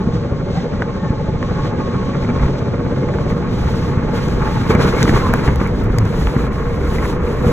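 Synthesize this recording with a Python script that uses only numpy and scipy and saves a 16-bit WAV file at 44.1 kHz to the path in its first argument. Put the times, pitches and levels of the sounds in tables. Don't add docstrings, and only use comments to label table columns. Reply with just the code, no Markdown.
import sys
import numpy as np
from scipy import signal
from scipy.fft import rfft, irfft, next_fast_len
from scipy.io import wavfile

SR = 44100
rng = np.random.default_rng(int(sys.argv[2]) if len(sys.argv) > 2 else 0)


def put_to_file(sound):
    columns = np.atleast_2d(sound).T
    safe = np.clip(columns, -1, 1)
    whole_steps = np.round(safe * 32767)
    wavfile.write(sys.argv[1], SR, whole_steps.astype(np.int16))


N = 331632


def amp(db):
    return 10 ** (np.asarray(db) / 20)


def unit(x):
    return x / np.sqrt(np.mean(x ** 2) + 1e-20)


def along(points, hz):
    f, v = np.transpose(points)
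    return np.interp(np.log(hz + 1), np.log(f + 1), v)


def wobble(rate):
    count = int(N * rate / SR) + 4
    fine = signal.resample_poly(rng.standard_normal(count), 8, 1)
    return np.interp(np.arange(N) * rate / SR, np.linspace(0, count, len(fine)), fine)


def stretches(rows, attack_s, release_s):
    t = np.arange(N) / SR
    shapes = []
    for start, length, *_ in rows:
        rise = (t - start) / attack_s
        fall = 1 - (t - start - length) / release_s
        shapes.append(np.clip(np.minimum(rise, fall), 0, 1))
    return np.array(rows)[:, 2:].T @ np.array(shapes)


def humps(rows):
    t = np.arange(N) / SR
    return sum(db * np.cos(np.pi * np.clip((t - s) / length, -.5, .5)) ** 2 for s, length, db in rows)


def filtered(x, response):
    size = next_fast_len(N + SR // 2)
    return irfft(rfft(x, size) * response(np.fft.rfftfreq(size, 1 / SR)), size)[..., :N]


def resonant(modes, hz):
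    total = 0
    for k, (centre, width, db) in enumerate(modes):
        damping = 1j * hz * width
        total = total + (-1) ** k * amp(db) * damping / (centre * centre - hz * hz + damping)
    return total


# f/Hz, likeness (1 = the same)
LIKENESS = [(30, .985), (125, .975), (250, .89), (350, .8), (490, .87), (720, .25), (870, .62), (1200, .8),
            (1600, .82), (2300, .56), (2900, .42), (3500, .78), (4400, .9), (4900, .995), (6200, .9),
            (7100, .99), (8000, .9), (9000, .998), (15000, .99)]


def spread(pair, response):
    def blend(hz):
        turn = np.arccos(np.clip(along(LIKENESS, hz), -1, 1)) / 2
        return response(hz) * np.array([np.cos(turn), np.sin(turn)])
    mid, side = filtered(pair, blend)
    return unit(np.array([mid + side, mid - side]))


def rush(spectrum):
    return spread(rng.standard_normal((2, N)), lambda hz: amp(along(spectrum, hz)))


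# t/s, speed/turns per second
WHEEL_SPEED = [(0.0, 12.14), (0.5, 12.28), (1.0, 12.71), (1.5, 13.27), (2.0, 14.12), (2.5, 15.64),
               (3.0, 17.19), (3.5, 18.89), (4.0, 20.37), (4.5, 21.19), (5.0, 21.58), (5.5, 22.82),
               (6.0, 25.25), (6.5, 26.97), (7.0, 28.08), (7.52, 29.01)]


def wheel_speed():
    s, turns = np.transpose(WHEEL_SPEED)
    return np.interp(np.arange(N) / SR, s, turns)


def doublings():
    speed = wheel_speed()
    return np.log2(speed / speed[0])


def load(lead):
    speed = wheel_speed()
    angle = 2 * np.pi * np.cumsum(speed) / SR + lead
    return (np.cos(angle) + .25 * np.cos(2 * angle - 1.2)) * (speed[0] / speed) ** .6


def contact(throb_db, flutter_db, lead):
    swell = amp(throb_db * load(lead) + flutter_db * wobble(45))
    return lambda: swell * rng.standard_normal((2, N))


def shaken(force, modes, spectrum, direct_db, blur_db, swell_db):
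    colour = lambda hz: amp(along(spectrum, hz))
    drive = spread(force(), colour)
    rings = 0
    for mode in modes:
        ringing = filtered(drive, lambda hz: resonant([mode], hz))
        rings = rings + amp(swell_db * wobble(5)) * ringing
    broad = amp(direct_db + blur_db * doublings())
    return (rings + broad * spread(force(), colour)) / np.hypot(broad, rings.std())


def blows(rows, shape):
    out = np.zeros(N + SR)
    for s, db, *rest in rows:
        hit = shape(*rest)
        out[round(s * SR):][:len(hit)] += amp(db) * hit / abs(hit).max()
    return out[:N]


def ring(modes, t):
    total = 0
    for hz, width, db in modes:
        pitch = hz * rng.normal(1, .02)
        strength = amp(db + rng.normal(0, 1.5))
        total = total + strength * np.exp(-np.pi * width * t) * np.sin(2 * np.pi * pitch * t)
    return total


# f/Hz, width/Hz, relative level/dB
SHELL_MODES = [(105.5, 28, 0.5), (139.2, 40, 2.5), (178.6, 31, 0), (230.7, 34, -4.5)]
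WHEEL_MODES = [(302, 42, -4), (392.6, 97, -1.5), (470.4, 40, 1.5), (562, 9.3, -2.5)]
TUBE_MODES = [(857, 43, 5), (1096, 34, 3), (1212, 34, -1), (1464, 210, -7), (1585, 100, -21.5),
              (2126, 8.5, 4.5), (2273, 32, -0.5)]
# f/Hz, relative level/dB per Hz
RUMBLE_COLOUR = [(30, -26.5), (80, -2.5), (130, 1.5), (240, -1), (330, -11.5), (700, -30.5), (2000, -93)]
DRONE_COLOUR = [(120, -60), (280, -0.5), (480, -0.5), (580, -6), (700, -6.5), (1200, -25.5), (3000, -70)]
ROAR_COLOUR = [(300, -26), (650, -8.5), (900, 4), (1150, 3.5), (1600, -2), (2000, -4), (2400, -10),
               (2750, -10.5), (4500, -57), (8000, -61.5)]
# start t/s, length/s, added wheel drone level/dB, added rail roar level/dB
ROUGH_TRACK = [(.5, 0.58, 0, 1.5), (1.42, 0.88, 1, 2.5), (2.28, 0.26, 1.5, 2), (2.55, 0.71, 1.8, 0.5),
               (3.6, 0.63, 0.2, 2.1), (4.11, 0.43, 0.5, 2), (4.39, 0.33, -0.5, 4.5), (4.688, 0.18, 8, 8),
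               (4.79, 0.085, -1.5, 2.5), (4.9, 0.24, 4.5, 6.5), (5.13, 0.37, 2.5, 7),
               (5.58, 0.063, -1, 6.5), (6.25, 0.16, -0.5, 2), (6.95, 0.1, 1, 1), (7.43, .2, 6.5, 5)]
ROUGH_ATTACK_S, ROUGH_RELEASE_S = 0.016, 0.055
# middle t/s, length/s, added rumble level/dB
BEND_LOAD = [(.88, .35, -2), (2.57, 0.16, -4), (4.5, 4.7, 2.5), (4.95, 0.2, -5), (5.69, .12, -2),
             (6.325, 0.13, -2), (6.65, .6, -1), (7.28, 0.23, -2)]
RUMBLE_DB, RUMBLE_SHARE = -20.5, 0.32
DRONE_DB, DRONE_RISE_DB = -27.5, 3
ROAR_DB, ROAR_RISE_DB = -35.5, 2.5
RAIL_LEAD = .45


def rolling():
    rough_wheel_db, rough_rail_db = stretches(ROUGH_TRACK, ROUGH_ATTACK_S, ROUGH_RELEASE_S)
    rumble_db = RUMBLE_DB + humps(BEND_LOAD) + RUMBLE_SHARE * rough_wheel_db
    drone_db = DRONE_DB + DRONE_RISE_DB * doublings() + rough_wheel_db
    roar_db = ROAR_DB + ROAR_RISE_DB * doublings() + rough_rail_db + 0.5 * wobble(12.0)

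    cushioned = contact(throb_db=2, flutter_db=.7, lead=.2)
    hard = contact(throb_db=2.3, flutter_db=1, lead=0)
    steel = contact(throb_db=2.7, flutter_db=1.3, lead=RAIL_LEAD)

    shell = shaken(cushioned, SHELL_MODES, RUMBLE_COLOUR, direct_db=-11.5, blur_db=10.5, swell_db=1.8)
    wheels = shaken(hard, WHEEL_MODES, DRONE_COLOUR, direct_db=-4.5, blur_db=-2.5, swell_db=1)
    rail = shaken(steel, TUBE_MODES, ROAR_COLOUR, direct_db=-9.0, blur_db=8.0, swell_db=2)
    return amp(rumble_db) * shell + amp(drone_db) * wheels + amp(roar_db) * rail


# f/Hz, width/Hz, relative level/dB
CARRIER_MODES = [(910, 200, 0.5), (1123, 147, 3.5), (1380, 200, 3), (1637, 150, -2.5), (1894, 220, -4),
                 (2132, 170, -3), (2373, 320, -2.5)]
# start t/s, length/s, added clatter level/dB
RATTLE_BURSTS = [(2.13, 0.012, 4.5), (2.222, 0.032, 10.5), (2.275, 0.027, 6.5), (2.372, 0.029, 10),
                 (2.425, 0.032, 11), (2.59, 0.015, 8.5), (2.96, 0.022, 3), (3.29, 0.033, 11),
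                 (4.14, 0.042, 1.5), (4.7, .065, 4.5), (4.8, 0.13, 4.5), (4.925, .1, 5.5), (5.003, 0.02, 6),
                 (5.15, .025, 3.5), (5.645, 0.033, 3), (6.362, .03, 5), (6.59, 0.022, 4), (7.46, .03, 1.5)]
RATTLE_ATTACK_S, RATTLE_RELEASE_S = .004, .015
CLATTER_DB, CLATTER_RISE_DB = -44.5, 5.5
CLATTER_GROWS = 1.014
CLATTER_THROB_DB, CLATTER_PATCHY_DB = 1.8, 2
TAPS_PER_S = 190
TAP_CROWDING = .55


def clatter():
    _, rough_rail_db = stretches(ROUGH_TRACK, ROUGH_ATTACK_S, ROUGH_RELEASE_S)
    burst_db, = stretches(RATTLE_BURSTS, RATTLE_ATTACK_S, RATTLE_RELEASE_S)
    shake_db = CLATTER_RISE_DB * doublings() + CLATTER_GROWS * rough_rail_db + burst_db
    crowd = amp(TAP_CROWDING * shake_db)
    when = np.flatnonzero(rng.random(N) < crowd * TAPS_PER_S / SR)
    size = amp(rng.uniform(-5.6, 5.6, N))[when] / np.sqrt(crowd[when])

    def taps():
        return np.bincount(when, size * rng.uniform(-1, 1, N)[when], N)

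    rings = 0
    for centre, width, db in CARRIER_MODES:
        pair = np.array([taps(), taps()])
        mode = spread(pair, lambda hz: resonant([(centre, width, 0)], hz) ** 2)
        rings = rings + amp(db + CLATTER_PATCHY_DB * wobble(25)) * mode
    return amp(CLATTER_DB + shake_db + CLATTER_THROB_DB * load(RAIL_LEAD)) * unit(rings)


# f/Hz, relative level/dB per Hz
BUFFET_COLOUR = [(8, -4), (20, -2), (42, 3), (70, 2.5), (110, -11), (250, -18.5), (800, -96.5)]
# middle t/s, length/s, added level/dB
AIR_GUSTS = [(0.078, 0.21, 3.5), (1.35, .6, 7.5), (2.453, 0.27, 10.5), (3.27, 0.28, 4), (3.628, 0.35, 6),
             (4.33, 0.64, 3.5), (5.2, 0.74, 5.5), (5.75, 0.79, 6.5), (6.24, 0.33, 5.5), (6.33, 0.11, -5),
             (6.696, 0.69, 0)]
BUFFET_DB, BUFFET_RISE_DB = -30.5, 8


def buffeting():
    level_db = BUFFET_DB + BUFFET_RISE_DB * doublings() + humps(AIR_GUSTS) + 1.3 * wobble(12)
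    return amp(level_db) * rush(BUFFET_COLOUR)


# f/Hz, relative level/dB per Hz
HISS_COLOUR = [(1000, 15.5), (2600, 11), (4000, 12.5), (5400, 7.5), (6300, 4.5), (7300, -2), (8500, -6.5),
               (11000, -60), (16000, -41)]
FIZZ_COLOUR = [(1500, 2), (4000, -5), (7000, 7.5), (10000, 2.5), (12500, 3.5), (14000, 1.5), (16000, -8.5)]
# start t/s, length/s, added level/dB
AIR_RUSHES = [(.49, 0.11, 6), (1.38, 1.14, 3), (2.88, .55, 1.4), (3.47, .42, 4.5), (4.1, 1.376, 6),
              (4.78, 0.45, 3), (5.56, 0.048, 6), (6.03, 0.39, 3.5), (6.79, 0.31, 3), (7.41, .2, 6.5)]
RUSH_ATTACK_S, RUSH_RELEASE_S = .06, .08
# middle t/s, length/s, added level/dB
AIR_PUFFS = [(.15, 0.1, 5.5), (.765, 0.063, 3), (.94, 0.14, 1), (1.66, 0.12, 2.5), (1.74, .09, -4.5),
             (2.19, 0.079, 0), (2.45, 0.13, 2.5), (2.588, 0.039, 7.5), (3.305, .07, 3.5), (3.72, .2, 2),
             (4.165, .11, 4), (4.24, .09, 3.5), (4.38, .16, -3), (4.59, .16, 2.5), (4.71, 0.051, 8.5),
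             (4.765, 0.055, -4), (4.825, .08, 8.5), (4.89, .07, 5), (5.02, 0.12, 6.5), (5.09, 0.06, 6),
             (5.16, .08, 6), (5.46, 0.074, 4.5), (5.79, .1, 3), (5.89, 0.082, -5.5), (6.22, 0.17, 3),
             (6.5, 0.077, -6), (6.61, .1, -0.5), (6.95, 0.066, 4), (7.09, 0.15, 3.5), (7.19, 0.096, -5.5),
             (7.29, 0.16, 1)]
HISS_DB, HISS_RISE_DB = -42.5, 1
FIZZ_DB, FIZZ_RISE_DB = -72.5, 15
FIZZ_GROWS, FIZZ_MOST_DB = 1.71, 21.5


def airstream():
    rush_db = stretches(AIR_RUSHES, RUSH_ATTACK_S, RUSH_RELEASE_S)[0] + humps(AIR_PUFFS)
    flutter_db = .7 * wobble(35) + .3 * wobble(11)
    fizz_swell_db = FIZZ_MOST_DB * np.tanh(FIZZ_GROWS * rush_db / FIZZ_MOST_DB)
    hiss_db = HISS_DB + HISS_RISE_DB * doublings() + rush_db + flutter_db
    fizz_db = FIZZ_DB + FIZZ_RISE_DB * doublings() + fizz_swell_db + 2 * flutter_db + 0.72 * wobble(210)
    return amp(hiss_db) * rush(HISS_COLOUR) + amp(fizz_db) * rush(FIZZ_COLOUR)


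# start t/s, length/s, start f/Hz, middle f/Hz, end f/Hz, level/dB
SINGING_TONES = [(0.015, 1.9, 552, 559, 565, -35), (0.534, 0.069, 723, 755, 805, -32),
                 (.54, 0.087, 1870, 1950, 1970, -45), (0.546, 0.072, 1560, 1590, 1670, -43),
                 (0.738, 0.076, 1850, 1930, 1900, -44), (0.981, 0.15, 1820, 1800, 1650, -42),
                 (.9, 0.54, 844, 860, 852, -41.5), (1.593, 2, 534.5, 557, 581, -36),
                 (1.717, 0.52, 1120, 1090, 1177, -37.5), (1.8, 1.63, 132, 132.8, 135.6, -24.5),
                 (1.75, 0.73, 233.4, 236.7, 247.5, -31.5), (4.683, 0.045, 428, 446, 414, -19),
                 (5.144, 0.17, 1107, 1067, 1015, -26), (5.8, 0.32, 84.6, 112.8, 83.5, -16.5),
                 (6.38, 0.74, 1051, 1077, 1097, -39), (6.626, .2, 2060, 2140, 2120, -52)]
SING_FUZZ = 1.1
SING_FADE = .4
SING_THROB_DB = 3


def singing():
    out = np.zeros(N + SR)
    for s, length, start_hz, middle_hz, end_hz, db in SINGING_TONES:
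        count = round(length * SR)
        arch = np.polyfit([-1, 0, 1], [start_hz, middle_hz, end_hz], 2)
        pitch = np.polyval(arch, np.linspace(-1, 1, count))
        angle = 2 * np.pi * np.cumsum(pitch) / SR
        fuzz_rate = 2.6 * np.sqrt(start_hz)
        fuzz = lambda: SING_FUZZ * wobble(fuzz_rate)[:count]
        tone = np.sin(angle) * (1 + fuzz()) + np.cos(angle) * fuzz()
        fade = signal.windows.tukey(count, SING_FADE)
        out[round(s * SR):][:count] += amp(db) * fade * unit(tone)
    turn = 2 * np.pi * np.cumsum(wheel_speed()) / SR
    return out[:N] * amp(SING_THROB_DB * np.cos(turn))


# t/s, peak level/dB, pitch as a multiple of the shell's own
TRACK_BUMPS = [(.073, -5, 1), (.322, -4, .9), (.535, -10, .8), (1.104, -3.5, 1), (1.287, -6, 1.1),
               (2.451, -16.5, .8), (3.156, -9, 1), (3.974, -4, 1.1), (4.278, -10, 1), (4.695, -11, 1),
               (4.75, -1, .9), (5.048, -1, 1.2), (5.094, -2.5, 1.2), (5.358, -9, .7), (5.481, 0, .8),
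               (5.614, -4, 1.9), (5.728, -14, .9), (6.273, -7, .8), (6.364, -3, 1.3), (7.465, -4, .9)]
BUMP_ATTACK_S, BUMP_DAMPING_HZ = .006, 14


def bumps():
    t = np.arange(SR // 5) / SR
    damped = np.exp(-np.pi * BUMP_DAMPING_HZ * t)

    def boom(pitch):
        onset = 1 - np.exp(-pitch * t / BUMP_ATTACK_S)
        return damped * ring(SHELL_MODES, pitch * t) * onset
    return blows(TRACK_BUMPS, boom)


# t/s, peak level/dB, brightness/dB per octave, time to fall 60 dB/s
SHARP_TICKS = [(.8212, -32, -9.5, 0.0076), (1.4272, -25, -8, 0.0078), (2.44, -34, 1.5, .007),
               (3.186, -39.5, 3.5, .007), (4.283, -24, -4.5, 0.0077), (4.751, -18.5, -6, 0.0063),
               (5.029, -6.5, -2, 0.0098), (5.157, -20.5, -11.5, .012), (5.3382, -7.5, 10, .0022),
               (5.5594, -11.5, -9, 0.0042), (5.674, -28, 6, .004), (5.837, -28, 13, .005),
               (5.844, -30.5, 11, 0.0033), (5.9853, -12.5, -1.5, .007), (6.054, -25.5, 3, 0.0037)]
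# f/Hz, relative level/dB per Hz
SNAP_COLOUR = [(300, -44), (1200, -26), (3000, 10.5), (6500, 13.5), (9000, 0.5), (16000, -5)]


def ticks():
    t = np.arange(SR // 20) / SR
    hz = np.fft.rfftfreq(len(t), 1 / SR) + 1

    def snap(tilt_db, t60):
        colour = amp(along(SNAP_COLOUR, hz) + tilt_db * np.log2(hz))
        noise = irfft(rfft(rng.standard_normal(len(t))) * colour, len(t))
        return noise * amp(-60 * t / t60)
    return blows(SHARP_TICKS, snap)


# t/s, peak level/dB, approximate pitch f/Hz, width of the ring/Hz
FITTING_KNOCKS = [(.8213, -7.5, 1150, 400), (1.4275, -12, 1210, 450), (2.362, -26, 1400, 420),
                  (2.482, -16, 1000, 380), (3.088, -15, 1000, 420), (3.139, -21, 1600, 420),
                  (3.186, -15.5, 1350, 380), (4.888, -13, 1550, 200), (5.028, -11, 1650, 420),
                  (5.055, -11, 1270, 220), (5.079, -8.5, 2050, 400), (5.094, -6.5, 1870, 400),
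                  (5.268, -9.5, 1100, 120), (5.338, -1, 1280, 560), (5.477, -9, 1650, 450),
                  (5.4795, -8.5, 730, 280), (5.664, -17.5, 2190, 200), (5.728, -33, 1500, 420),
                  (5.985, -14, 1800, 480), (6.271, -12, 2700, 700), (6.274, -18, 980, 300),
                  (6.366, -17, 1300, 350), (6.467, -16, 900, 300), (6.984, -18, 1960, 70),
                  (7.048, -18, 1700, 200), (7.054, -16, 2000, 220), (7.057, -18, 1080, 90)]
# multiple of its pitch, multiple of its width, relative level/dB
FITTING_MODES = [(1, 1, 0), (1.16, 1.6, -5), (1.5, 2.4, -14)]
# f/Hz, relative level/dB per Hz
CRACK_COLOUR = [(200, -27), (700, 1), (1100, 7), (2200, -6), (3000, -18.5), (6000, -24.5), (12000, -59.5)]
CRACK_DB, CRACK_T60_S = -10.5, 0.018


def knocks():
    t = np.arange(SR // 20) / SR
    colour = amp(along(CRACK_COLOUR, np.fft.rfftfreq(len(t), 1 / SR)))
    onset = 1 - np.exp(-t / .0006)

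    def knock(pitch, width):
        noise = unit(irfft(rfft(rng.standard_normal(len(t))) * colour, len(t)))
        crack = noise * amp(CRACK_DB - 60 * t / CRACK_T60_S)
        modes = [(pitch * k, width * w, db) for k, w, db in FITTING_MODES]
        return onset * (crack + ring(modes, t))
    return blows(FITTING_KNOCKS, knock)


# t/s, peak level/dB
CARRIER_SLAMS = [(2.29, -13), (4.697, -12), (4.706, -7), (4.749, -5.5), (4.797, -16), (4.826, -14),
                 (4.97, -9), (5.478, -12.5), (7.481, -25)]
# approximate f/Hz, width/Hz, relative level/dB
SLAM_MODES = [(393, 70, 9), (463, 29, -3.5), (820, 40, -8), (1060, 37, -15), (1520, 62, -11),
              (2127, 32, -10), (2303, 49, -5.5)]
SLAM_ATTACK_S = 0.0012


def slams():
    t = np.arange(SR // 10) / SR
    onset = 1 - np.exp(-t / SLAM_ATTACK_S)
    return blows(CARRIER_SLAMS, lambda: ring(SLAM_MODES, t) * onset)


def scene():
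    steady = rolling() + clatter() + buffeting() + airstream()
    return steady + singing() + bumps() + ticks() + knocks() + slams()


# f/Hz, lag/radians
RIGHT_PHASE_LAG = [(20, 0), (1150, -.25), (1650, 0), (2100, 1), (2650, 2.6), (3150, 1.5), (4000, 2.1),
                   (4900, 3.14), (6200, 5.6), (7400, 6.5), (8400, 9), (9600, 9.8), (10400, 12.2),
                   (11600, 12.8), (12600, 15.3), (13700, 15.9), (14600, 18.5), (16000, 19)]
TOP_HZ = 15900


def record(dry):
    sides = np.array([[1], [-1]])
    pair = filtered(dry, lambda hz: np.exp(.5j * along(RIGHT_PHASE_LAG, hz) * sides))
    held = pair / (1 + np.abs(pair) ** 12) ** (1 / 12)
    return filtered(held, lambda hz: hz < TOP_HZ)


dry = scene()
out = record(dry)
put_to_file(out)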